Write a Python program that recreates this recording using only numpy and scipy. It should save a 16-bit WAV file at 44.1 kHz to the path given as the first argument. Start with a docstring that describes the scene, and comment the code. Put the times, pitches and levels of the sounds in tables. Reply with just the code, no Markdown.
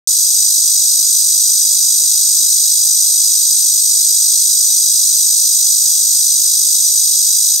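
"""After an instant of silence a cicada is singing on a branch, an arm's length from two microphone ports.
Its muscles pull the ribbed tymbals in, a little slowly at first, then about 52 times a second. The ribs
buckle one after another in short ringing clicks with faint echoes; abdomen, wings and bark add narrow
resonances. Faint background hiss lies underneath and a limiter holds the peaks. The rhythm slips at 5.4 s,
a soft gust brushes the ports at 6.8 s, and a smaller slip follows just before the end."""
import sys
import numpy as np
from scipy import signal
from scipy.fft import rfft, irfft
from scipy.io import wavfile
from scipy.ndimage import uniform_filter1d, minimum_filter1d

SR = 44100
rng = np.random.default_rng(int(sys.argv[2]) if len(sys.argv) > 2 else 0)


def output_pcm(signal):
    """Save a mono or channel-first signal as 16-bit PCM at the path in sys.argv[1].

    Samples are clipped to [-1, 1] before scaling.
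    """
    pcm = np.clip(np.atleast_2d(signal).T, -1, 1) * 32767
    wavfile.write(sys.argv[1], SR, np.round(pcm).astype(np.int16))


N = 335160

# Stumbles in the rhythm: t/s, jump/cycles
RHYTHM_SLIPS = [(5.38, .265), (7.25, -.08)]
def muscle_cycles(t, rate_hz=51.811, slow_hz=1.267, settle_s=.962, slip_s=.08):
    """The song's clock, in cycles: the muscle starts a little slow, settles to its rate and slips twice."""
    turns = .156 + rate_hz * t - slow_hz * settle_s * (1 - np.exp(-t / settle_s))
    return turns + sum(jump * np.clip((t - at) / slip_s + .5, 0, 1) for at, jump in RHYTHM_SLIPS)


# Clicks of one cycle and their faint echoes: place/cycles, f/Hz, level/dB
CYCLE_CLICKS = [(.1, 6500, -18), (.1, 8270, -6), (.1, 13100, -22.5), (.15, 5800, -10), (.16, 8500, -15),
                (.17, 3940, -21), (.17, 4900, -18), (.19, 7300, -16), (0.261, 6000, -15), (.3, 8300, -5.5),
                (.36, 4900, -18), (.38, 8400, -20), (.52, 7300, -15.5), (.54, 13300, -23), (.59, 6500, -10),
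                (.6, 10100, -21.5), (.61, 12700, -21.5), (.63, 5830, -10.5), (.66, 4040, -19),
                (.66, 4900, -15.5), (.67, 9700, -23), (.69, 6400, -22), (.75, 8200, -7), (.75, 13500, -24),
                (.77, 6800, -13.5), (.81, 4330, -20.5), (0.821, 6000, -14.5), (.83, 9500, -18),
                (.85, 4870, -18), (.87, 6600, -10.5), (.89, 13100, -28), (.92, 8180, -10), (.95, 5730, -5),
                (.95, 12900, -20), (.98, 9560, -18.5), (.99, 3970, -16)]
# Level ride on the clicks near 8.5 kHz: t/s, level/dB
EDGE_RIDE = [(2.0, -0.9), (4.0, 0.1), (6.6, -1.5)]
# Stereo image at the ports: f/Hz, click level right minus left/dB, right lag/rad
STEREO_IMAGE = [(4230, -45, 0.3), (4900, 0.5, 0), (5800, -7, 0.3), (6840, 2, 0.1), (7460, 1.5, 1.5),
                (8280, 2.5, .5), (9350, 10, 0), (9200, 7, 2), (11600, 3, 0.98), (13130, 11, 1.3),
                (14630, 21, 2)]
def tymbal_clicks(turns, jitter_ms=.135, pull_jitter_ms=.059, scatter_db=.55, pull_db=.33, detune=.013):
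    """The clicks of the buckling ribs and their faint echoes each ring out in about a millisecond."""
    out, n = np.zeros((2, N + 512)), np.arange(150)
    cycles = np.arange(1, int(turns[-1]) - 1)
    # a later or harder pull moves all clicks of a cycle
    pull_late, pull_force = rng.standard_normal((len(cycles), 2)).T[:, :, None]
    port_hz, port_db, port_lag = np.transpose(STEREO_IMAGE)
    for place, hz, left_db in CYCLE_CLICKS:
        late, soft, tune, skew = rng.standard_normal((len(cycles), 4)).T[:, :, None]
        right_db = left_db + np.interp(hz, port_hz, port_db)
        right_lag = np.interp(hz, port_hz, port_lag) + .28 * skew
        tau = np.clip(1.9 / hz, .26e-3, .38e-3) * SR  # ring time: 1.9 periods, kept to 0.26-0.38 ms
        onset = np.interp(cycles + place, turns, np.arange(N))[:, None] - 2 * tau  # peaks at its place
        onset = onset + (jitter_ms * late + pull_jitter_ms * pull_late) * SR / 1000
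        age = n + 1 - onset % 1
        edge_db = np.interp(onset / SR, *np.transpose(EDGE_RIDE)) * (abs(hz - 8500) < 500)
        accent = undb(edge_db - scatter_db * soft + pull_db * pull_force)
        envelope = accent * (age / tau / 2) ** 2 * np.exp(2 - age / tau)
        phase = 2 * np.pi * hz * (1 + detune * tune) * age / SR
        for ear, db, lag in ((0, left_db, 0), (1, right_db, right_lag)):
            out[ear, onset.astype(int) + 1 + n] += undb(db) * envelope * np.sin(phase - lag)
    return out[:, :N]


# Peaks and notches of abdomen, wings and bark: f/Hz, width/Hz, left level/dB, right level/dB
BODY_EQ = [(2883, 40, -14, -28.5), (3210.0, 191, -17, -26.5), (3410.0, 85, 14, 14), (3408, 54, -15, -0.5),
           (3753, 40, -8.5, -6), (3845, 137, 8.5, 15.5), (4060, 58, -7.5, 5), (4188, 80, 12, 15.5),
           (4347, 54, -10.5, -21), (4400, 274, -1.5, -6), (4940, 87, 9.5, 10), (4960, 260, -9, 11.5),
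           (5120, 550.0, 0, -7.5), (5926, 210, -1, 8), (6090, 99, 2.7, -12.5), (6190, 140, 6.5, 7),
           (6930, 57, 4.5, 12.5), (7220, 600, -0.5, 3), (7490, 84, -3, -3), (8070, 174, 7, -6.5),
           (8300, 117, 5.5, 7), (8740, 52, -4.5, 3.5), (8500, 87, 0, -8), (9120, 330, 0.5, 12),
           (9180, 70, -13, -9), (9840, 215, 8.5, 6), (11040, 1540, 10, 4.2), (14130, 490, 5.5, -2.5),
           (15650, 2440, 11.5, 8.5)]
def body_resonance(x, echo_ms=1.52, feedback=.24):
    """Resonances lift or cut narrow bands at each port; the sound then bounces between bark and leaves."""
    f, response = np.fft.rfftfreq(N, 1 / SR) + 1, 1
    for hz, width, left_db, right_db in BODY_EQ:
        root_gain = undb([[left_db / 2], [right_db / 2]])
        off_centre = 1j * (f - hz ** 2 / f) / width
        response = response * (off_centre + root_gain) / (off_centre + 1 / root_gain)
    echoes = 1 / (1 - feedback * np.exp(-2j * np.pi * f * echo_ms / 1000))
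    return irfft(rfft(x) * response * echoes, N)


# Sustained tones: f/Hz, wander/Hz, left level/dB, right level/dB, throb depth/0-1, crest/cycles
WHINE_TONES = [(4903, 18, -20.5, -26, 0.3, 0), (6872, 25.5, -35, -17.5, 0.22, 0.99),
               (5975, 40, -17.5, -28.5, 0.8, 0.82), (3917, 36.9, -31, -36.5, 0.27, .0),
               (4240, 34.6, -29.5, -47.5, 0.24, 1), (3440, 29.9, -39, -40, 0.2, 0.83),
               (6150, 25.2, -53, -28.5, 0, 0.64), (8530, 61, -31, -21, 0.7, 0.29)]
def abdomen_whine(turns):
    """Ribs buckle in step with the ringing abdomen, so a few tones hold on and throb with the cycle."""
    out = 0
    for hz, wander_hz, left_db, right_db, depth, crest in WHINE_TONES:
        phase = 2 * np.pi * np.cumsum(hz + wander_hz * level(drift(120), 0)) / SR
        throb = 1 + depth * np.cos(2 * np.pi * (turns - crest))
        out = out + undb([[left_db], [right_db]]) * throb * np.sin(phase - [[0], [stereo_lag(hz)]])
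    return out


# Sizzle between the clicks: f/Hz, level/dB
RUSTLE_EQ = [(1500.0, -89), (2400.0, -37.5), (2900.0, -17), (3400.0, -14.5), (3900.0, -17), (5000.0, -7),
             (6000.0, -1), (7400.0, -3.5), (8500.0, 0), (10500.0, -19.5), (13000.0, -5.5), (14500.0, -23),
             (16000.0, -20)]
def tymbal_rustle(turns, rest_place=.41, duck_db=-5):
    """Small buckles and scattered sound fill the gaps, and duck while the muscles rest."""
    lull = np.exp(8.3 * (np.cos(2 * np.pi * (turns - rest_place)) - 1))
    left, right = stereo_noise(RUSTLE_EQ, correlation=.88) * undb(duck_db * lull)
    lag = stereo_lag(np.fft.rfftfreq(N, 1 / SR))
    return np.array([left, irfft(rfft(right) * np.exp(-1j * lag), N)])


# Dark background hiss: f/Hz, level/dB
HISS_EQ = [(12, -35), (20, -13), (70, 2), (204, -7.5), (298, -3.5), (742, -11), (1130, -8.5), (1370, -13),
           (2300, -14.5), (2990, -52), (5060, -120)]
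def background_hiss(t, bed_db=-54, fade_db_per_s=.5):
    """Faint background hiss with a slight random level flutter, slowly fading."""
    bed = stereo_noise(HISS_EQ, correlation=.34)
    return bed * undb(bed_db - fade_db_per_s * t + 2.2 * drift(14) + [[-1], [1]])


# Low wind rumble: f/Hz, level/dB
WIND_EQ = [(15, -4), (35, -3), (70, 6), (200, -8), (500, -40)]
def port_wind(t, bed_db=-71.5, gust_db=12, gust_at_s=6.77, gust_width_s=.31):
    """A little wind rumbles on each port, fluttering and swelling into one gust."""
    swell_db = gust_db * np.exp(-((t - gust_at_s) / gust_width_s) ** 2)
    rumble = stereo_noise(WIND_EQ, correlation=0)
    return rumble * undb(bed_db + swell_db + 5 * drift(9.4) + [[-1.5], [1.5]])


def stereo_lag(hz):
    """Radians by which the song at the right port trails the left."""
    port_hz, _, lag = np.transpose(STEREO_IMAGE)
    return np.interp(hz, port_hz, lag)


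def stereo_noise(eq, correlation):
    """Two channels of coloured noise that share a part, at unit rms."""
    hz, db = np.transpose(eq)
    mid, side = rng.standard_normal((2, N))
    pair = np.sqrt(1 + correlation) * mid + np.sqrt(1 - correlation) * side * [[1], [-1]]
    f = np.fft.rfftfreq(N, 1 / SR) + 1
    colour = undb(np.interp(np.log(f), np.log(hz), db))
    return level(irfft(rfft(pair) * colour, N), 0)


def drift(rate_hz):
    """Smooth random modulation: sample and hold, slewed twice."""
    hold = int(SR / rate_hz)
    steps = np.repeat(rng.standard_normal(N // hold + 1), hold)
    return uniform_filter1d(uniform_filter1d(steps, hold), hold)[:N]


def undb(db):
    """Decibels to gain."""
    return 10 ** (np.asarray(db) / 20)


def level(x, db):
    """Scale to an rms level."""
    return x * undb(db) / np.sqrt(np.mean(x ** 2))


def scene():
    """The cicada up front, hiss and wind far beneath it."""
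    t = np.arange(N) / SR
    turns = muscle_cycles(t)
    low_cut = signal.butter(4, 3100, "high", fs=SR, output="sos")
    clicks = signal.sosfilt(low_cut, tymbal_clicks(turns))
    song = body_resonance(clicks + undb(-16.5) * tymbal_rustle(turns)) + abdomen_whine(turns)
    return level(song, -10.5) + background_hiss(t) + port_wind(t)


def record(dry, ceiling=.94, silence_s=.0735, high_cut_hz=15700):
    """The lopsided microphone turns the throb into a faint hum; a quick limiter holds the loudest clicks."""
    hum = signal.sosfilt(signal.butter(1, 350, fs=SR, output="sos"), dry ** 2 - np.mean(dry ** 2))
    gain = np.minimum(1, ceiling / (np.abs(dry).max(axis=0) + 1e-9))
    gain = minimum_filter1d(gain, size=61)  # hold around each peak
    gain = uniform_filter1d(uniform_filter1d(gain, size=31), size=31)  # ease in and out
    gate = np.arange(N) > silence_s * SR
    high_cut = signal.ellip(12, .2, 70, high_cut_hz, fs=SR, output="sos")
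    return signal.sosfilt(high_cut, (dry * gain + .022 * hum) * gate)


dry = scene()
out = record(dry)
output_pcm(out)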